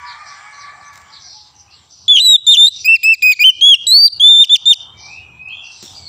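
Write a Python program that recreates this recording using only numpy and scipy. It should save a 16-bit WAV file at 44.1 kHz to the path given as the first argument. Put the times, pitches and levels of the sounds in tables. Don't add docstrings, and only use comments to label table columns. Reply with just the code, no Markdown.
import sys
import numpy as np
from scipy import signal
from scipy.fft import rfft, irfft, next_fast_len
from scipy.io import wavfile
from scipy.ndimage import uniform_filter1d, minimum_filter1d, map_coordinates

SR = 44100
rng = np.random.default_rng(int(sys.argv[2]) if len(sys.argv) > 2 else 0)


def invert_db(x):
    u = np.asarray(x, float) / 20
    return 10 ** u


def file_out(sig):
    cols = np.atleast_2d(sig).T
    lim = np.clip(cols, -1, 1)
    pcm = np.round(lim * 32767).astype(np.int16)
    wavfile.write(sys.argv[1], SR, pcm)


N = 268128
DUCK_DB = 16


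def unit(x):
    return x / np.sqrt(np.mean(x ** 2) + 1e-20)


def along(points, hz):
    f, v = np.transpose(points)
    return np.interp(np.log(hz + 1), np.log(f + 1), v)


def curves(rows):
    s, *columns = np.transpose(rows)
    first = round(s[0] * SR)
    t = np.arange(first, min(N, round(s[-1] * SR))) / SR
    return first, t, [np.interp(t, s, column) for column in columns]


def wobble(rate, size):
    knots = rng.standard_normal(int(size * rate / SR) + 4)
    return map_coordinates(knots, [np.arange(size) * rate / SR])


def coloured(x, spectrum):
    m = next_fast_len(len(x) + 8192)
    gain = invert_db(along(spectrum, np.fft.rfftfreq(m, 1 / SR)))
    return irfft(rfft(x, m) * gain, m)[:len(x)]


# (frequency [Hz], time to fall 60 dB [s])
WALL_RING = [(500, 0.06), (3000, 0.46), (8000, 0.26), (14000, 0.027)]


def walls(x, delay, size, stir=.45):
    hz, t, z = signal.stft(rng.standard_normal(SR), SR, nperseg=256)
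    fade = invert_db(-60 * t / (size * along(WALL_RING, hz)[:, None]))
    tail = signal.istft(z * fade, SR, nperseg=256)[1]
    stirred = x * (1 - stir + stir * wobble(90, N))
    late = np.pad(stirred, (round(delay * SR), 0))
    return signal.fftconvolve(late, tail / np.linalg.norm(tail))[:N]


# (frequency [Hz], level [dB per Hz])
HIGH_HISS = [(5000, -41), (8500, -5.5), (11000, -8), (13500, -4.5), (15000, -3), (16100, -14)]


def steady_hiss():
    return invert_db(-79.5) * unit(coloured(rng.standard_normal(N), HIGH_HISS))


def patchy(depth_db):
    z = signal.stft(rng.standard_normal(N), nperseg=512)[2]
    field = uniform_filter1d(rng.standard_normal(z.shape), size=7, axis=0)
    field = uniform_filter1d(field, size=16, axis=1)
    return signal.istft(z * invert_db(depth_db * unit(field)), nperseg=512)[1][:N]


# (time [s], level [dB])
LORRY_LEVEL = [(0, -60.5), (.9, -56.5), (2.048, -57.5), (3.5, -49.5), (4.7, -50.5), (5.3, -49), (5.7, -56),
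               (6.08, -49)]
# (frequency [Hz], level [dB per Hz])
LORRY_COLOUR = [(15, -45.5), (25, -40.5), (81, 0.5), (172, -10.5), (267, -18), (305, -16), (600, -23.5),
                (780, -52.5), (1320, -120)]
# (time [s], level [dB])
STREET_LEVEL = [(0, -53), (.9, -49.5), (1.5, -62), (2.051, -60.5), (3.499, -65), (4.7, -53), (5.15, -50),
                (5.401, -54), (6.08, -50.5)]
# (frequency [Hz], level [dB per Hz])
STREET_COLOUR = [(210, -46), (350, -27.5), (538, -16), (761, -0.5), (1250, -5.5), (1860, -19),
                 (2200, -17.5), (2860, -34.5), (4840, -120)]
# (time [s], level [dB])
FLOCK_LEVEL = [(0, -48.5), (1.5, -53.5), (2.049, -54), (2.45, -60), (2.8, -43.5), (3.3, -47.5), (3.75, -51),
               (4.701, -64), (5.15, -54.5), (5.45, -68.5), (5.75, -47), (5.86, -38.5), (6.08, -47)]
# (frequency [Hz], level [dB per Hz])
FLOCK_COLOUR = [(1530, -42), (2600, -15), (3420, -7.5), (5050, -10), (5970, -9), (6650, -14.5), (7570, -13),
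                (9890, -41), (12000, -66.5)]
# (frequency [Hz], level [dB])
NARROW_DIP = [(6250, -1), (6550, -12.5), (6850, 1)]


def yard():
    t = np.arange(N) / SR
    out = np.zeros(N)
    for rows, colour, patch_db in ((LORRY_LEVEL, LORRY_COLOUR, 2),
                                   (STREET_LEVEL, STREET_COLOUR, 3.5),
                                   (FLOCK_LEVEL, FLOCK_COLOUR, 4)):
        level = invert_db(np.interp(t, *np.transpose(rows)))
        out += level * unit(coloured(patchy(patch_db), colour))
    return coloured(out, NARROW_DIP)


# (time [s], pitch [Hz], level [dB])
CROW_FADING = [(0, 570.6, -33.5), (.2, 601.9, -36.5), (.4, 558, -37), (.6, 583.5, -34), (.9, 579, -36.5),
               (1.1, 554.8, -45), (1.3, 542, -55.5), (1.5, 573, -93)]
# (time [s], pitch [Hz], level [dB])
CROW_LOW = [(0, 475.3, -33.5), (.14, 469.2, -36.5), (.2, 420, -43.5), (.4, 413, -33.5), (.6, 415.7, -46),
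            (1.1, 439, -48), (1.3, 420.3, -59.5), (1.65, 400, -59.5), (1.8, 390, -52.5)]
# (frequency [Hz], level [dB])
CROW_THROAT = [(400, -60), (650, -20), (900, 8.5), (1200, 11), (1700, 10.5), (2300, 12.5), (2700, -12.5),
               (4000, -59)]


def rooster(rows, rough, jitter):
    _, t, (hz, db) = curves(rows)
    cycle = np.cumsum(hz * (1 + jitter * wobble(14, len(t)))) / SR
    pulses = np.exp(6 * (np.cos(2 * np.pi * cycle) - 1))
    breath = pulses * rng.standard_normal(len(t))
    voice = unit(coloured(pulses, CROW_THROAT)) + rough * unit(coloured(breath, CROW_THROAT))
    dry = invert_db(db + wobble(10.0, len(t))) * unit(voice)
    dry = np.pad(dry, (0, N - len(t)))
    return invert_db(-7.0) * dry + invert_db(-4.5) * walls(dry, delay=0.015, size=.8)


# (time [s], level [dB])
SPARROW_FALLS = [
    (0.046, -43.5),
    (.588, -45),
    (1.095, -44.5),
    (1.7, -47),
]
# (length [s], from [Hz], to [Hz], buzz [Hz])
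SPARROW_FALL = (.1, 4900, 3200, 460)
# (time [s], length [s], level [dB])
SPARROW_RASPS = [(0.23, 0.18, -49), (1.195, 0.29, -44.5), (1.886, 0.18, -51), (2.7, 0.36, -42),
                 (3.31, 0.06, -48), (3.478, .1, -45.5), (3.779, 0.075, -54.5), (4.22, 0.12, -42.5),
                 (4.566, 0.066, -52), (4.756, 0.068, -54), (4.966, 0.23, -46), (5.62, 0.18, -52.5),
                 (5.707, 0.12, -45)]
# (from [Hz], fall [Hz per s], buzz [Hz])
SPARROW_RASP = (5290, 3500, 920)
# (time [s], length [s], from [Hz], to [Hz], level [dB])
FAR_CHIRPS = [(.12, 0.043, 5430, 8400, -46), (.33, 0.56, 8030, 7730, -46.5),
              (.512, 0.048, 4700, 3800, -44.5), (.507, 0.11, 6080, 5600, -53.5),
              (.797, 0.04, 5000, 3930, -47), (.836, 0.04, 5700, 6900, -46), (1.545, 0.064, 5980, 5850, -51),
              (1.583, 0.032, 5060, 5000, -50), (1.669, 0.08, 2488, 2910, -43.5),
              (5.486, 0.038, 4370, 4070, -52), (5.85, 0.063, 3700, 3526, -42),
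              (5.93, 0.17, 4750, 4300, -43)]
# (time [s], length [s], from [Hz], to [Hz], level [dB])
FAINT_TONES = [
    (1.32, 0.43, 859, 798, -49),
    (3.57, .05, 320, 300, -48.5),
    (3.83, .05, 510, 502, -48.5),
    (4.82, 0.42, 3683, 3670, -58.5),
    (5.41, 0.22, 5080, 5100, -71.5),
    (1.4, 0.5, 1008, 1000, -60),
    (5.95, 0.12, 2353, 2206, -52),
]
# (time [s], length [s], from [Hz], to [Hz], level [dB])
FAR_TRILLS = [
    (5.14, .25, 2560, 2430, -40),
    (5.58, .2, 2730, 2660, -39),
    (4.76, .27, 3130, 3100, -44),
    (4.105, .085, 2930, 2850, -47),
]


def far_calls():
    for s, db in SPARROW_FALLS:
        yield (s, *SPARROW_FALL, db)
    from_hz, fall, buzz_hz = SPARROW_RASP
    for s, length, db in SPARROW_RASPS:
        yield s, length, from_hz, from_hz - fall * length, buzz_hz, db
    for calls, share in ((FAR_CHIRPS, .05), (FAINT_TONES, .01), (FAR_TRILLS, .033)):
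        for s, length, from_hz, to_hz, db in calls:
            yield s, length, from_hz, to_hz, share * from_hz, db


# (frequency [Hz], level [dB])
FAR_COLOUR = [(2000, -2.5), (6250, 13), (6600, -19), (7100, -16.5), (8500, -7), (10000, -39)]


def far_birds():
    out = np.zeros(N + SR)
    for s, length, from_hz, to_hz, buzz_hz, db in far_calls():
        u = np.linspace(0, 1, round(length * SR))
        hz = from_hz + (to_hz - from_hz) * u + 0.19 * buzz_hz * wobble(90, len(u))
        swell = np.minimum(u * length / .022, 1) * (1 - u) ** .4
        share = np.clip(buzz_hz / 150, 0, 1)
        strands = .5 + np.cos(2 * np.pi * .7 * buzz_hz * length * u)
        chop = 1 - share + share * (.55 + .75 * wobble(1.1 * buzz_hz, len(u))) * strands
        tone = np.sin(2 * np.pi * np.cumsum(hz) / SR)
        out[round(s * SR):][:len(u)] += invert_db(db) * swell * chop * tone
    echo = walls(out[:N], delay=0.0095, size=.55)
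    return coloured(invert_db(-3) * out[:N] + invert_db(2) * echo, FAR_COLOUR)


# (time [s], pitch [Hz], level [dB])
RIVAL_WHISTLES = [
    [(4.94, 2260, -53), (4.97, 2306, -46), (5.05, 2317, -40.5), (5.1, 2510, -37), (5.17, 2675, -38.5),
     (5.23, 2890, -52), (5.26, 2850, -69)],
    [(5.31, 2470, -59.5), (5.37, 2512, -38.5), (5.45, 2524, -31), (5.468, 2598, -32.5), (5.5, 3000, -37.5),
     (5.53, 3274, -32), (5.63, 3190, -41.5), (5.68, 2960, -55)],
]


def rival():
    out = np.zeros(N)
    for rows in RIVAL_WHISTLES:
        i, t, (hz, db) = curves(rows)
        shake_hz = 14 + 0.121 * np.maximum(hz - 2500, 0)
        hz = hz + shake_hz * wobble(100.05, len(t))
        tone = np.sin(2 * np.pi * np.cumsum(hz) / SR)
        out[i:i + len(t)] = invert_db(db + 1.0 * wobble(49.6, len(t))) * tone
    near_echo = invert_db(-1.0) * walls(out, delay=.003, size=.3)
    far_echo = invert_db(2.5) * walls(out, delay=.012, size=1.1, stir=0.63)
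    return invert_db(-7) * out + near_echo + far_echo


# (time [s], level [dB], time to fall 60 dB [s])
HOP_NOISES = [
    (0.957, -58, 0.013),
    (.976, -54, 0.013),
    (1.017, -62, 0.0054),
    (0.929, -71.5, 0.47),
    (5.486, -69, 0.013),
    (5.827, -51, 0.019),
    (5.83, -64, 0.54),
]
# (frequency [Hz], level [dB])
HOP_COLOUR = [(60, -25), (250, -21), (600, 23), (2000, 22.5), (4000, 27), (7500, 29.5), (10000, 9),
              (13000, 15), (15300, 18)]


def hops():
    out = np.zeros(N + SR)
    t = np.arange(SR // 2) / SR
    for s, db, t60 in HOP_NOISES:
        fade = invert_db(db - 60 * t / t60 + 2.3 * wobble(114, len(t)))
        out[round(s * SR):][:len(t)] += fade * rng.standard_normal(len(t))
    return coloured(out[:N], HOP_COLOUR)


# (level [dB], pitch [Hz], time to fall 60 dB [s])
PERCH_KNOCK = (-44, 120, 0.15)


def thump():
    db, hz, t60 = PERCH_KNOCK
    t = np.maximum(np.arange(N) / SR - 5.826, 0)
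    fade = invert_db(db - 60 * t / t60) * np.minimum(t / 0.002, 1)
    rattle = 3.2 * wobble(390, N) * np.cos(2 * np.pi * 280 * t)
    return fade * (np.sin(2 * np.pi * hz * t) + rattle)


# (time from edge [s], pitch ratio, tone change [dB], overtone change [dB])
NOTE_START = (-.0025, 1.154, -16, -29)
END_CUT = [(.005, 1, -10.5, -0.5), (.010, 0.93, -36.5, -36.5)]
END_SLIDE = [(.004, 0.94, -6.5, 0.5), (.009, 0.924, -10, 0.5), (0.02, 0.68, -54.5, -23)]
END_HICCUP = [(.004, 0.99, -2, 1.5), (.0075, .93, -15.5, -17), (.010, 0.893, -7.5, -0.5),
              (0.017, .8, -15, 5.5), (0.025, 0.58, -54.5, -0.5)]
END_CATCH = [(.004, 1, -11, -4), (.0075, .93, -1, 4), (.011, .85, -8, -3), (.016, .74, -32, -20)]
# (time [s], pitch [Hz], tone level [dB], 2nd
# overtone [dB], 3rd overtone [dB])
NOTES_CUT_MORE = [
    [(2.082, 3440, -9.5, -25, -59.5), (2.091, 3470, -7, -35.5, -63), (2.113, 3476, -3.5, -41, -64),
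     (2.129, 3392, -4.5, -30.5, -54.5), (2.141, 3370, -10.5, -31, -45.5), (2.157, 3250, -7, -22.5, -37.5),
     (2.17, 3006, -4, -24, -37), (2.195, 2890, -5, -28, -37)],
    [(2.468, 3634, -13, -19, -37), (2.476, 3560, -6, -18, -36), (2.491, 3627, -3.5, -23, -31),
     (2.515, 3620, -5.5, -25.5, -35), (2.53, 3620, -3, -30.5, -37), (2.548, 2937, -13, -32, -42)],
    [(2.513, 4084, -17, -47, -57), (2.523, 4036, -22, -25, -42), (2.54, 3663, -3, -19, -38),
     (2.553, 3210, -13.5, -26.5, -33), (2.561, 2740, -15, -31, -39), (2.566, 2976, -15, -31.5, -43)],
    [(2.668, 3703, -7.5, -25.5, -33), (2.671, 3773, -2, -27.5, -35)],
    [(2.68, 3955, -12, -28.5, -41), (2.684, 4000, -7, -22.5, -46), (2.69, 3927, -23, -34, -46)],
    [(3.393, 2245, -19.5, -28, -46), (3.4, 2340, -13.5, -22.5, -28), (3.41, 2484, -8.5, -25, -34),
     (3.427, 2428, -6.5, -18.5, -28), (3.432, 2520, -8.5, -30, -30)],
]
NOTES_BLIP = [
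    [(4.086, 4670, -30, -65, -80), (4.104, 4680, -37, -70, -80)],
    [(4.12, 4500, -48, -75, -85), (4.129, 4670, -31, -66, -80), (4.143, 4680, -39, -70, -80)],
    [(4.163, 4500, -52, -78, -85), (4.171, 4680, -42, -75, -85)],
]
NOTES_CUT = [
    [(2.197, 3840, -15, -38.5, -58), (2.205, 3670, -7.5, -26.5, -39), (2.215, 3960, -11, -25.5, -47),
     (2.239, 4000, -11.5, -26.5, -35), (2.251, 3975, -7.5, -23, -33.5), (2.295, 3850, -5.5, -17.5, -32.5),
     (2.327, 3829, -5.5, -19, -37), (2.353, 3642, -3.5, -30, -34), (2.36, 3473, -4.5, -37.5, -41)],
    [(2.571, 3476, -7, -36, -33), (2.587, 3576, -5.5, -28, -36), (2.601, 3554, -3.5, -21.5, -32.5),
     (2.649, 3654, -3.5, -27.5, -33.5), (2.661, 3656, -6, -21, -33)],
]
NOTES_ARCHED = [
    [(3.438, 2720, -9.5, -54.5, -51), (3.444, 2920, -3, -33, -33), (3.452, 3100, -3.5, -36, -53.5),
     (3.46, 3067, -2.5, -32.5, -36.5), (3.484, 3107, -4.5, -38, -37), (3.492, 3040, -1.5, -51.5, -34),
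     (3.5, 2990, -5.5, -28, -42), (3.504, 2850, -12.5, -34, -45.5)],
    [(3.612, 3136, -15.5, -32, -57), (3.626, 3256, -5.5, -28.5, -38), (3.668, 3382, -4, -28, -38.5),
     (3.702, 3346, -2.5, -26, -41.5), (3.722, 3266, -3.5, -31.5, -36.5), (3.736, 3128, -1, -28.5, -40.5),
     (3.738, 3120, -5.5, -48, -43), (3.744, 2840, -4, -20, -27.5), (3.75, 2764, -12.5, -28, -40)],
]
NOTES_SLID = [
    [(2.846, 2420, -26.5, -23.5, -40), (2.86, 2530, -13, -21, -26.5), (2.876, 2527, -11, -28.5, -36.5),
     (2.886, 2685, -5, -61, -36), (2.892, 2684, -6, -42, -36), (2.904, 2665, -5.5, -34.5, -49.5),
     (2.93, 2656, -6, -33.5, -54), (2.942, 2723, -3.5, -32, -38), (2.954, 2696, -7.5, -26, -42)],
    [(3.032, 2450, -20.5, -30.5, -33), (3.043, 2540, -12, -21, -26), (3.06, 2620, -7.5, -23, -34),
     (3.075, 2605, -8.5, -25.5, -33.5), (3.085, 2640, -5.5, -28.5, -37), (3.115, 2670, -6, -35.5, -49),
     (3.129, 2650, -6.5, -31, -32), (3.137, 2605, -11.5, -24, -33)],
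    [(3.224, 2410, -15.5, -25, -22.5), (3.232, 2443, -9, -20, -32), (3.246, 2511, -7, -26, -32),
     (3.304, 2501, -6, -22.5, -33), (3.325, 2466, -11.5, -20.5, -27.5)],
]
NOTES_CAUGHT = [
    [(3.869, 3816, -9.5, -22, -46), (3.876, 3905, -13.5, -15, -36.5), (3.906, 3948, -10, -17, -24.5),
     (3.92, 4045, -5.5, -24, -39), (3.944, 4360, -3.5, -31.5, -35.5), (4.008, 4635, -6, -37.5, -44),
     (4.019, 4650, -7, -38, -37), (4.03, 4600, -4.5, -36, -36), (4.063, 4695, -3.5, -33.5, -32.5),
     (4.071, 4634, -9.5, -38, -43)],
]
NOTES_HICCUP = [
    [(4.199, 3253, -14.5, -43, -45), (4.207, 3219, -7.5, -32, -33), (4.223, 3426, -7.5, -35, -35),
     (4.243, 3487, -2, -28.5, -41.5), (4.307, 3600, -3.5, -32, -41.5), (4.379, 3545, -5.5, -28, -39.5),
     (4.421, 3655, -1.5, -29.5, -40), (4.43, 3604, -4.5, -33, -39.5)],
    [(4.495, 3420, -16, -44, -67), (4.5, 3437, -10, -34, -66), (4.514, 3515, -7, -31, -40),
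     (4.536, 3633, -2.5, -28.5, -41), (4.545, 3543, -0.5, -26.5, -35)],
    [(4.657, 3560, -15, -31.5, -59), (4.667, 3574, -6, -22.5, -42), (4.685, 3648, -5.5, -29, -37.5),
     (4.695, 3687, -8, -27.5, -36), (4.709, 3640, -3, -27.5, -39), (4.719, 3592, -2, -28.5, -37)],
]


def phrase():
    def edge(row, step):
        s, hz, db, second_db, third_db = row
        later, ratio, tone_db, over_db = step
        return s + later, hz * ratio, db + tone_db, second_db + over_db, third_db + over_db

    cut_notes = NOTES_CUT_MORE + NOTES_BLIP + NOTES_CUT + NOTES_ARCHED
    for notes, ending in ((cut_notes, END_CUT), (NOTES_SLID, END_SLIDE),
                          (NOTES_CAUGHT, END_CATCH), (NOTES_HICCUP, END_HICCUP)):
        for held in notes:
            yield [edge(held[0], NOTE_START), *held, *(edge(held[-1], step) for step in ending)]


# (from [s], to [s], rate [Hz], pitch rise [Hz], level dip [dB])
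THROAT_FLUTTER = (2.163, 2.198, 85, 420, -7)
# (frequency [Hz], level over the 3rd [dB])
TREBLE_LIFT = [(12500, -17), (14000, -14), (14800, 9.5), (15500, 1)]
# (frequency [Hz], level [dB])
BREATH_COLOUR = [(12500, -61.5), (13800, -14.5), (14800, -2.5), (15400, -2.5)]
# (time [s], level [dB], pitch [Hz], hiss level [dB])
VOICE_CATCHES = [(2.083, -38, 3930, -41), (2.164, -28, 5030, -17), (2.189, -22.5, 4840, -15),
                 (2.467, -35.5, 4150, -39), (2.525, -34, 5960, -11), (2.55, -24.5, 5620, -16),
                 (2.653, -39.5, 5920, -32), (3.033, -21, 3660, -51.5), (3.224, -19, 3700, -45),
                 (3.322, -15.5, 2940, -25.5), (3.417, -27.5, 3600, -30), (3.611, -23, 3480, -48),
                 (3.695, -29, 14630, -10), (3.752, -25, 3250, -24.5), (3.871, -20, 4110, -45),
                 (4.2, -26, 3490, -42.5), (4.199, -37, 6900, -34)]


def songbird():
    out = np.zeros(N)
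    start, stop, rate, rise_hz, dip_db = THROAT_FLUTTER
    for note in phrase():
        i, t, (hz, db, second_db, third_db) = curves(note)
        size = len(t)
        fluttering = (t > start) * (t < stop) * (t[0] < start)
        flutter = np.sin(np.pi * rate * (t - start)) ** 4 * fluttering
        hz = uniform_filter1d(hz, size=90) + rise_hz * flutter + 9 * wobble(150, size)
        glide = uniform_filter1d(np.abs(np.gradient(hz)), size=300)
        hoarse = .24 * np.clip(glide - .4, 0, 1) * wobble(1300, size)
        hush_db = 4 * np.minimum(glide, 1)
        turn = 2 * np.pi * np.cumsum(hz) / SR + hoarse

        levels_db = [db, second_db, third_db, third_db - 13.5,
                     third_db + np.maximum(-22, along(TREBLE_LIFT, 5 * hz)),
                     third_db + along(TREBLE_LIFT, 6 * hz)]
        tone = np.zeros(size)
        for k, level_db in enumerate(levels_db, 1):
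            phase = k * turn + k
            if k > 1:
                level_db = level_db + 1.5 * wobble(60, size)
                phase = phase + .14 * k / 3 * wobble(900, size)
            if k > 2:
                level_db = level_db - (k - 2) * hush_db
            top_fade = np.clip((17500 - k * hz) / 1000, 0, 1)
            tone += invert_db(level_db) * top_fade * np.sin(phase)

        whisper_db = db - 44 - 14 * np.clip((hz - 2700) / 500, 0, 1)
        whisper = invert_db(whisper_db) * unit(coloured(rng.standard_normal(size), BREATH_COLOUR))
        edges = signal.windows.tukey(size, 70 / size)
        swell = invert_db(dip_db * flutter + .5 * wobble(140, size))
        out[i:i + size] += np.sqrt(2) * swell * edges * (tone + whisper)

    t = np.arange(-300, 300) / SR
    for s, db, hz, hiss_db in VOICE_CATCHES:
        rasp = wobble(1800, len(t)) * np.sin(2 * np.pi * hz * t)
        breath = rasp + invert_db(hiss_db) * rng.standard_normal(len(t))
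        out[round(s * SR) - 300:][:len(t)] += invert_db(db) * np.exp(-(t / 0.0024) ** 2) * breath
    return invert_db(DUCK_DB) * out


# (frequency [Hz], level [dB])
HOUSE_COLOUR = [(3000, 2), (5000, 5), (7500, 4.5)]


def scene():
    background = steady_hiss() + yard() + far_birds() + rival()
    crows = rooster(CROW_FADING, rough=.55, jitter=.011) + rooster(CROW_LOW, rough=.8, jitter=.028)
    bird = songbird()
    near_wall = invert_db(-27) * walls(bird, delay=0.0033, size=.2)
    house = invert_db(-29.5) * coloured(walls(bird, delay=0.022, size=.78, stir=0.59), HOUSE_COLOUR)
    return (background + crows + hops() + thump() + bird + near_wall + house)[None]


# (time [s], level [dB])
GAIN_JOLTS = [(2.092, 0.5), (2.152, 1.5), (2.252, 3.3), (2.292, 1.5), (2.312, -3.6), (2.332, 2),
              (2.342, 1.5), (2.352, 0), (2.492, -1.5), (2.512, 1.2), (2.612, -1), (2.632, -0.5),
              (2.642, -2.5), (2.652, -0.5), (2.872, -2.5), (2.892, 1.6), (2.912, -2.5), (2.932, -0.5),
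              (3.052, -1), (3.072, -1), (3.092, -1), (3.112, -2.8), (3.232, 1), (3.252, -1.4), (3.272, 0.8),
              (3.632, -1), (3.652, -1.5), (3.672, 1.5), (3.692, 1.8), (3.722, -3), (3.932, -3.5),
              (4.212, -1.6), (4.232, -1.4), (4.262, -1.9), (4.272, -1.5), (4.412, -0.8), (4.512, -1),
              (4.672, 0), (4.692, 3.5), (4.712, 0.5)]


def gain_control(x, knee_db, release_db, kick_s):
    size = SR // 100
    lead = 353
    need_db = np.clip(knee_db - 20 * np.log10(np.abs(x) + 1e-9), -DUCK_DB, 0)
    gain_db = np.pad(need_db, (lead, -(N + lead) % size)).reshape(-1, size).min(1)
    for b in range(1, len(gain_db)):
        gain_db[b] = min(gain_db[b], gain_db[b - 1] + release_db)
    held_db = np.repeat(np.roll(gain_db, 1) + release_db, size)[lead:lead + N]
    duck_db = np.minimum(held_db, minimum_filter1d(need_db, size=200))
    ducked = x * invert_db(uniform_filter1d(duck_db, size=120))

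    s, db = np.transpose(GAIN_JOLTS)
    block = np.round((s * SR + lead) / size).astype(int)
    depth_db = np.bincount(block, db, len(gain_db))
    kick_db = .46 * depth_db[:, None] * np.exp(-np.arange(size) / (kick_s * SR))
    kick_db = uniform_filter1d(kick_db.ravel()[lead:lead + N], size=9)
    return ducked * invert_db(uniform_filter1d(kick_db, size=12))


def low_pass(x):
    return signal.sosfilt(signal.butter(12, 16260, fs=SR, output="sos"), x)


def record(dry):
    x = gain_control(dry[0], knee_db=-15, release_db=2.0, kick_s=0.0037)
    need = np.minimum(1, 1.02 / (np.abs(x) + 1e-9))
    x = x * uniform_filter1d(minimum_filter1d(need, size=90), size=60)
    thuds = coloured(x * x, [(8, -39.5), (25, -7.5), (250, -6.0), (700, -15.0), (16000, -26.5)])
    x = x + invert_db(-32.0) * thuds - .043 * x ** 3
    x = coloured(x, [(15520, 0), (15750, -22), (16200, -36), (16300, -89)])
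    return low_pass(x[None])


dry = scene()
out = record(dry)
file_out(out)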